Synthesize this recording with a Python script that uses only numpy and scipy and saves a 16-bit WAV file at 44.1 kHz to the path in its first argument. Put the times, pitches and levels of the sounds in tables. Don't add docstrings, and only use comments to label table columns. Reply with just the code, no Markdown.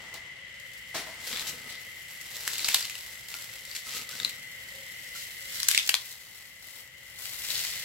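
import sys
import numpy as np
from scipy import signal
from scipy.fft import rfft, irfft
from scipy.io import wavfile
from scipy.ndimage import map_coordinates

SR = 44100
rng = np.random.default_rng(int(sys.argv[2]) if len(sys.argv) > 2 else 0)


def dump_mix(stems):
    frames = np.atleast_2d(stems).T
    limited = np.clip(frames, -1, 1)
    pcm = np.round(limited * 32767).astype(np.int16)
    wavfile.write(sys.argv[1], SR, pcm)


N = 345744
TIME, FREQ = np.arange(N) / SR, np.fft.rfftfreq(N, 1 / SR)

# frequency in Hz, left-right correlation.
NEAR_CORRELATION = [(100, 1), (1000, 0.78), (3000, 0.79), (6000, 0.079), (10000, 0.096), (16000, 0.08)]
# frequency in Hz, level in dB.
FILM_SPECTRUM = [(600, -56), (1000, -39), (1400, -13), (2000, -5), (2700, -2.5), (4200, 0.5), (6300, -2.5),
                 (7700, -0.5), (9100, -8.5), (11500, -4.5), (15500, -9)]
RUB_SPECTRUM = [(40, -18), (110, 3), (230, -4), (340, -2.5), (520, 1), (900, 1), (1400, -0.5), (2200, -4.5),
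                (4000, -24)]
# time in seconds, crackle level in dB, fizz in dB relative to the crackle.
FILM_STIR = [(.29, -74, -17), (.52, -60.5, -7.5), (.65, -58.5, 0), (1.6, -52, -4), (2, -54.5, 2),
             (3.6, -55, -2), (4.45, -54, 0.5), (5.1, -49.5, 0), (5.4, -49, 1.5), (6.3, -53, 1),
             (6.92, -62, 0.5), (7.1, -55.5, 0.5), (7.84, -52, 1)]
# start, rise, hold and 20 dB fade in seconds,
# crackle level in dB, then fizz and rub in dB relative to the crackle.
GLOVE_GRIPS = [(0.0, 0.0027, 0.12, 0.5, -55, -10, -0.5), (1.178, .12, 0.06, 0.33, -40, -2, -15.5),
               (1.44, 0.01, 0.018, 0.43, -51, 1, -3.5), (1.662, 0.039, 0.027, -0.26, -47.5, -3, -10),
               (2.07, 0.025, 0.013, 0.2, -51.5, 1.5, -13), (2.158, 0.21, 0.13, 0.13, -43.5, -1.5, -12),
               (2.45, 0.019, 0.16, -0.02, -40, -3, -16), (2.612, 0.048, 0.12, 0.27, -34.5, -5, -18),
               (2.878, .1, 0.1, 0.5, -50, 1, -13.5), (3.27, 0.034, 0.086, 0.86, -47, 0, -14),
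               (3.61, 0.13, 0.051, 0.1, -46, -3, -31), (3.829, 0.03, 0.16, 0.07, -42.5, -3, -15.5),
               (4.088, 0.024, 0.15, 0.23, -44.5, -4, -14), (5.387, 0.17, 0.051, -0.36, -41.5, -1, -15),
               (5.575, 0.063, 0.17, 0.34, -38.5, -10, -24), (5.692, 0.011, 0.053, 0.11, -32.5, -9, -25),
               (6.038, 0.013, 0.079, -0.4, -48.5, 1.5, -26), (6.61, 0.025, 0.16, 0.1, -52.5, 2, -11.5),
               (7.142, .09, 0.31, 0.5, -44, 2, -16.5), (7.347, 0.19, 0.061, 1, -36, -3.5, -22.5)]
# start in seconds, relative level in dB, length in seconds.
GLOVE_STROKES = [(0.731, -52, 0.01), (1.468, -39, 0.036), (3.75, -41, 0.022), (3.946, -41.5, 0.038),
                 (5.148, -46.5, 0.1), (7.578, -47, 0.019)]

def gloves():
    stir = amp(curve(FILM_STIR))
    power = np.array([stir, stir * amp(curve(FILM_STIR, column=2)), stir * amp(-11.5)]) ** 2
    for start, rise, hold, fade, db, fizz_db, rub_db in GLOVE_GRIPS:
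        power += (amp([[db], [db + fizz_db], [db + rub_db]]) * gesture(start, rise, hold, fade)) ** 2
    crackle_gain, fizz_gain, rub_gain = np.sqrt(power)
    buckles = micro_clicks(per_s=1400, spread_db=3.6, ring_s=.0006)
    buckling = unit((buckles + amp(-3.5) * noise()) * amp(1.1 * flutter(rate_hz=45)))
    fizz_band = 1 / (1 + (8500 / (FREQ + 1)) ** 8)
    film = amp(spectrum(FILM_SPECTRUM, FREQ))
    crackle = paint(buckling, film * (1 - fizz_band)) * crackle_gain
    fizz = paint(buckling, film * fizz_band) * fizz_gain
    rub = paint(buckling, amp(spectrum(RUB_SPECTRUM, FREQ))) * rub_gain
    sweep = sum(amp(db + 5.5) * np.clip(np.minimum(TIME - start, start + length - TIME) / .0027, 0, 1)
                for start, db, length in GLOVE_STROKES)
    return crackle + fizz + rub + sweep * paint(noise(), film)


# start in seconds, relative level in dB.
CREASE_POPS = [(.141, -33), (.599, -39), (2.212, -33), (2.534, -29), (2.539, -27), (2.581, -22),
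               (3.285, -32), (3.652, -33.5), (4.091, -29), (4.294, -27.5), (5.545, -29), (5.863, -27),
               (5.875, -21), (7.579, -25), (7.637, -26), (7.795, -33)]

def crease_pops(decay_s=.0044, tilt_db_per_octave=1, size=1024):
    out, t, hz = event_canvas(size)
    colour = amp(spectrum(FILM_SPECTRUM, hz) + tilt_db_per_octave * np.log2((hz + 1) / 4000))
    for start, db in CREASE_POPS:
        add(out, start, amp(db - 13) * paint(noise(size) * np.exp(-t / decay_s), colour))
    return out


# frequency in Hz, level in dB.
CRACK_SPECTRUM = [(150, -55), (400, -27.5), (800, -14.5), (1300, -7), (2300, 1), (3100, -3.5), (4200, 1),
                  (6000, -2.5), (7700, -3.5), (9000, -8.5), (11500, -7.5), (15500, -17)]
# start in seconds, relative level in dB, fragment pitch in Hz, brightness
# (higher is crisper), body below 1.3 kHz in dB, crumbs in dB, seconds for the crack to cross.
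PIECE_SNAPS = [(2.4773, -17, 2040, -14.5, 3, -22, 0.0021), (2.6454, -15.5, 4730, -15, 2, -12, .006),
               (2.6841, -18.5, 2600, -10, 0, -4, 0.0038), (2.6871, -16, 2460, -2, 10, -13, 0.0035),
               (2.7441, -8.5, 3970, 1, 8.5, -15, .0018), (2.7469, -13, 4470, -24, 8, -21, 0.0019),
               (2.8978, -26.5, 2670, -9, -5, -15, 0.0035), (3.341, -27, 2980, -12, 15.5, -19, 0.0018),
               (5.6021, -21, 4170, -10, -6, -17, .001), (5.6312, -18, 5200, -6, 6, -18, 0.0013),
               (5.6849, -13.5, 4640, -3, -4, -20, 0.0017), (5.6865, -8, 7400, -7, 3, -18, 0.0035),
               (5.7135, -13.5, 2730, -5, -7, -4, 0.0013), (5.7479, -13, 2650, -16, -6, -13, 0.0016),
               (5.7771, -8.5, 2820, -21, -21, -28, 0.0011), (5.892, -10.5, 2700, -13, -1.5, -18, 0.0021),
               (5.8948, -13.5, 2700, -17, -9, -16, 0.0011), (5.9414, -10.5, 3630, -20, 4, -14, .0016),
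               (5.951, -19, 4230, -7, 9, -18, 0.0022)]

def snaps(size=2048, lead_samples=256):
    out, _, hz = event_canvas(size)
    t = (np.arange(size) - lead_samples) / SR
    for start, db, pitch_hz, brightness, body_db, crumbs_db, run_s in PIECE_SNAPS:
        jumps = (np.arange(4) + rng.random(4) / 2) / 4 * run_s
        fracture = sum(amp(-1.5 * k) * (t >= at) * np.exp(-abs(t - at) / .0004)
                       for k, at in enumerate(jumps))
        creak = amp(-19) * (t < 0) * np.exp(-abs(t) / .0015)
        crumbs = amp(crumbs_db) * (t >= 0) * np.exp(-abs(t) / .0064)
        treble_db = .82 * (brightness + 20.5) / (1 + (7000 / (hz + 1)) ** 4)
        colour = amp(spectrum(CRACK_SPECTRUM, hz) + treble_db + body_db / (1 + (hz / 1300) ** 4))
        colour *= 1 + peaks([(pitch_hz, 900, 2.5)], hz)
        crack = paint(noise(size) * (creak + fracture + crumbs), causal(colour))
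        ring = amp(-6) * piece_ring(t, pitch_hz, build_s=.00022)
        add(out, start - lead_samples / SR, amp(db - 16) * unit(crack + ring))
    return out


# start in seconds, relative level in dB, pitch in Hz, ring in dB relative to the grit.
PIECE_TICKS = [(1.3282, -23, 3300, 2), (1.3714, -23, 3660, -7), (1.3952, -22, 4070, -3),
               (2.5555, -23.5, 2720, -2), (2.593, -19, 4210, 1), (2.719, -22, 3500, -2),
               (2.7574, -20, 4340, 3), (2.762, -26, 4000, 5), (2.826, -20, 4800, 2),
               (2.852, -20.5, 4160, -5), (2.9535, -25.5, 2800, -2), (3.713, -27, 4670, -1),
               (3.7497, -27, 4560, 1), (3.7634, -24, 4400, -4), (4.2, -18.5, 3700, 3),
               (4.219, -29.5, 4460, 10), (4.232, -23, 4010, 3), (4.2479, -9, 4060, 6.5),
               (4.2585, -25, 4150, 10), (5.7514, -19, 3450, 4), (5.766, -24, 4250, -6),
               (5.786, -13, 3500, 8), (5.791, -16, 3600, 6), (5.798, -20, 2830, 6), (7.504, -18, 3950, 7),
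               (7.546, -25, 4450, 0), (7.5543, -18.5, 4370, 5), (7.6486, -20.5, 2360, -7),]

def ticks(size=2048):
    out, t, hz = event_canvas(size)
    envelope = amp(-60 * t / .011) * (1 - np.exp(-t / .0008))
    colour = causal(amp(spectrum(CRACK_SPECTRUM, hz)))
    for start, db, pitch_hz, ring_db in PIECE_TICKS:
        grit = paint(noise(size) * envelope, colour)
        ring = amp(ring_db) * piece_ring(t, pitch_hz, build_s=.00081)
        add(out, start, amp(db - 20.5) * unit(grit + ring))
    return lean(out, left_db=2.1)


# start, rise, hold and 20 dB fade in seconds, level in dB, pitch in Hz.
PIECE_GRINDS = [(1.272, 0.065, 0.056, .15, -41.5, 3100), (1.29, .04, .09, -0.1, -49, 4200),
                (1.673, .025, 0.064, 0.06, -47, 3780), (2.5, 0.076, 0.049, 0.14, -41, 3800),
                (7.478, .03, 0.056, 0.7, -41.5, 4000)]

def grinds(width_hz=2100):
    slips = micro_clicks(per_s=600, spread_db=2.5, ring_s=.0005, count=8)
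    return sum(amp(db) * gesture(*timing) * paint(slips, peaks([(pitch_hz, width_hz, 0)], FREQ))
               for *timing, db, pitch_hz in PIECE_GRINDS)


# start in seconds, level in dB, 60 dB fade in seconds.
PLATE_SHOVES = [(0.134, -45, 0.15), (0.941, -32, 0.35), (1.063, -50.5, 3)]
# frequency in Hz, level in dB.
SCUFF_SPECTRUM = [(59, -50), (100, -26), (304, -8), (546, -12.5), (620, -3.5), (1070, -6.5), (1240, -9.5),
                  (2270, -4), (2520, -8.5), (4350, -5.5), (5370, -8.5), (6760, -10.5), (15000, -20.5)]
# start, rise, hold and 20 dB fade in seconds, level in dB.
PLATE_DRAGS = [(0.946, .02, 0.021, 0.27, -49), (1.2, 0.16, 0.28, 0.4, -56.5),
               (3.853, 0.023, 0.11, 0.4, -58), (4.07, 0.076, 0.029, 0.5, -57.5)]
# frequency in Hz, width in Hz, level in dB.
PLATE_MODES = [(88.5, 59, -6), (141.5, 38, 2), (242, 38, 2), (477, 150, -2), (1270, 38, 5), (1520, 110, -4)]

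def plate():
    push = np.zeros(N)
    for start, db, fade in PLATE_SHOVES:
        attack = np.clip((TIME - start) / .0073, 0, 1)
        push += attack * amp(db - 60 * np.maximum(TIME - start - .025, 0) / fade)
    scuff = push * paint(noise(), amp(spectrum(SCUFF_SPECTRUM, FREQ)))
    drag = sum(amp(db) * gesture(*timing) for *timing, db in PLATE_DRAGS)
    scrape = micro_clicks(per_s=170, spread_db=2.5, ring_s=.0011)
    ring = drag * paint(scrape, peaks(PLATE_MODES, FREQ))
    return lean(scuff + ring, left_db=2.5)


# start in seconds, relative level in dB, pitch in Hz, 60 dB fade in seconds.
PLATE_KNOCKS = [(.943, -46, 675, 0.28), (1.065, -47.5, 1000, 0.2), (1.075, -50, 630, 0.24),
                (2.742, -40, 1070, 0.055), (3.339, -48, 1390, 0.13), (3.864, -55, 1280, 0.22),
                (3.939, -47.5, 1286, 0.3), (4.092, -49, 1270, 0.12), (4.127, -50.5, 1480, .15),
                (4.245, -53, 244, 0.18), (5.152, -35.5, 1430, 0.061)]

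def knocks(size=8192):
    out, t, hz = event_canvas(size)
    for start, db, pitch_hz, t60 in PLATE_KNOCKS:
        ring = paint(noise(size), peaks([(pitch_hz, 40, 0), (pitch_hz, 400, -16)], hz))
        envelope = amp(-60 * t / t60) * (1 - np.exp(-t / .0037))
        add(out, start, amp(db + 2.5) * ring * envelope)
    return lean(out, left_db=2)


# time in seconds, left over right in dB, right delay in seconds.
HAND_PATH = [(0, 2, 0), (1.4, 2.5, -.00001), (2.6, 1.5, -.00004), (4.2, 2.5, 0), (5.7, 1.5, -0.00063),
             (5.95, 2.5, .00006), (7, 6.5, .00009), (7.84, 2, .00007)]

def follow_hands(x):
    right = map_coordinates(x[1], [np.arange(N) - SR * curve(HAND_PATH, column=2)], order=3)
    tilt = amp(curve(HAND_PATH) / 2)
    return np.array([x[0] * tilt, right / tilt])


# frequency in Hz, 60 dB fade in seconds.
ROOM_DECAY = [(200, 0.11), (1000, 0.24), (4000, 0.22), (15000, 0.22)]

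def room(x, wet_db, size=16384):
    hz, t, bands = signal.stft(noise(size), SR, nperseg=256)
    decay = amp(-60 * t / spectrum(ROOM_DECAY, hz)[:, None])
    tail = signal.istft(bands * decay, SR, nperseg=256)[1]
    tail *= np.clip((np.arange(size) / SR - .003) / .00066, 0, 1)
    return amp(wet_db) * signal.fftconvolve(x, tail / np.linalg.norm(tail[0]), axes=1)[:, :N]


# frequency in Hz, left-right correlation.
FAR_CORRELATION = [(60, 0.99), (250, 0.82), (600, 0.74), (2000, 0.25), (3000, 0), (16000, 0.15)]
# frequency in Hz, width in Hz, level in dB.
WHINE_BANDS = [(2022.5, 215, -2), (3025, 650, -13)]
# time in seconds, level in dB.
WHINE_LEVEL = [(0, -46), (.6, -45), (2, -45), (3.3, -47.5), (4.6, -45), (5.5, -44.5), (6.1, -52.5),
               (7, -50.5), (7.84, -43.5)]

def distant_whine():
    whine = paint(noise(), peaks(WHINE_BANDS, FREQ), FAR_CORRELATION)
    return lean(amp(curve(WHINE_LEVEL)) * whine, left_db=3)


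# frequency in Hz, level in dB.
AIR_SPECTRUM = [(20, -19), (40, -8), (60, 4.5), (80, -0.5), (120, 2), (190, -3), (300, -12), (600, -10),
                (1000, -17), (1600, -6), (2600, -22), (4000, -9.5), (8000, -17), (16000, -31)]
# start, rise, hold and 20 dB fade in seconds, boost in dB.
TONE_SWELL = (4.71, 0.015, 0.15, 0.077, 12)

def room_tone(tone_hz=540.4, hum_hz=115):
    air = amp(-55) * paint(noise(), amp(spectrum(AIR_SPECTRUM, FREQ)), FAR_CORRELATION)
    *timing, swell_db = TONE_SWELL
    tone_db = -66.5 + 3 * flutter(rate_hz=3) + swell_db * gesture(*timing)
    tone = amp(tone_db) * paint(noise(), peaks([(tone_hz, 50, 0)], FREQ), FAR_CORRELATION)
    hum = amp(-70.5) * paint(noise(), peaks([(hum_hz, 14, 0)], FREQ), FAR_CORRELATION)
    hush = amp(curve([(5.6, -3), (6.1, -7.5), (7, -6.5), (7.6, 0)]))
    return lean((air + hum + tone) * hush, left_db=1.5)


def micro_clicks(per_s, spread_db, ring_s, count=24, size=256):
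    out, t, _ = event_canvas(size)
    strength = amp(spread_db * np.minimum(rng.exponential(1, N), 3.8))
    clicks = strength * (rng.random(N) < per_s / SR)
    ring_choice = rng.integers(0, count, N)
    for k in range(count):
        ring = unit(noise(size) * np.exp(-t / ring_s))
        out += signal.oaconvolve((clicks * (ring_choice == k))[None], ring, axes=1)[:, :N]
    return unit(out)


def piece_ring(t, pitch_hz, build_s):
    t = np.maximum(t, 0)
    return unit(t * np.exp(-t / build_s) * np.sin(2 * np.pi * pitch_hz * t))


def gesture(start, rise, hold, fade):
    attack = np.clip((TIME - start) / max(rise, .003), 0, 1)
    return attack * amp(-20 * np.maximum(TIME - start - rise - hold, 0) / max(fade, .02))


def flutter(rate_hz):
    return unit(irfft(rfft(rng.standard_normal(N)) / (1 + (FREQ / rate_hz) ** 4), N))


def paint(pair, gain, correlation=NEAR_CORRELATION):
    size = pair.shape[1]
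    same = np.clip(spectrum(correlation, np.fft.rfftfreq(size, 1 / SR)), -1, 1)
    a, b = rfft(pair)
    mid, side = np.sqrt((1 + same) / 2) * a, np.sqrt((1 - same) / 2) * b
    return unit(irfft(np.array([mid + side, mid - side]) * gain, size))


def causal(gain):
    cepstrum = irfft(np.log(np.maximum(gain, 1e-5)))
    half = len(cepstrum) // 2
    cepstrum[1:half] *= 2
    cepstrum[half + 1:] = 0
    return np.exp(rfft(cepstrum))


def peaks(modes, hz):
    return sum(amp(db) / (1 + (2 * (hz - f) / width) ** 2) for f, width, db in modes)


def spectrum(points, hz):
    f, value = np.transpose(points)
    return np.interp(np.log(hz + 1), np.log(f + 1), value)


def curve(rows, column=1):
    rows = np.array(rows)
    return np.interp(TIME, rows[:, 0], rows[:, column])


def event_canvas(size):
    return np.zeros((2, N)), np.arange(size) / SR, np.fft.rfftfreq(size, 1 / SR)


def add(mix, start, sound):
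    part = mix[:, max(round(start * SR), 0):][:, :sound.shape[1]]
    part += sound[:, :part.shape[1]]


def lean(x, left_db):
    return x * amp([[left_db / 2], [-left_db / 2]])


def noise(size=N):
    return rng.standard_normal((2, size))


def amp(db):
    return 10 ** (np.asarray(db) / 20)


def unit(x):
    return x / np.sqrt(np.mean(x ** 2) + 1e-20)


def scene():
    hits = follow_hands(snaps() + ticks() + crease_pops())
    rustle = follow_hands(gloves() + grinds()) + plate() + knocks()
    echoes = room(hits, wet_db=-7) + room(rustle, wet_db=-6.5)
    return lean(hits, left_db=.9) + rustle + echoes + distant_whine() + room_tone()


def record(dry):
    cutoff_hz = 15900
    lowpass = signal.firwin(511, cutoff_hz, window=("kaiser", 9), fs=SR)
    return signal.oaconvolve(dry, lowpass[None], "same")


dry = scene()
out = record(dry)
dump_mix(out)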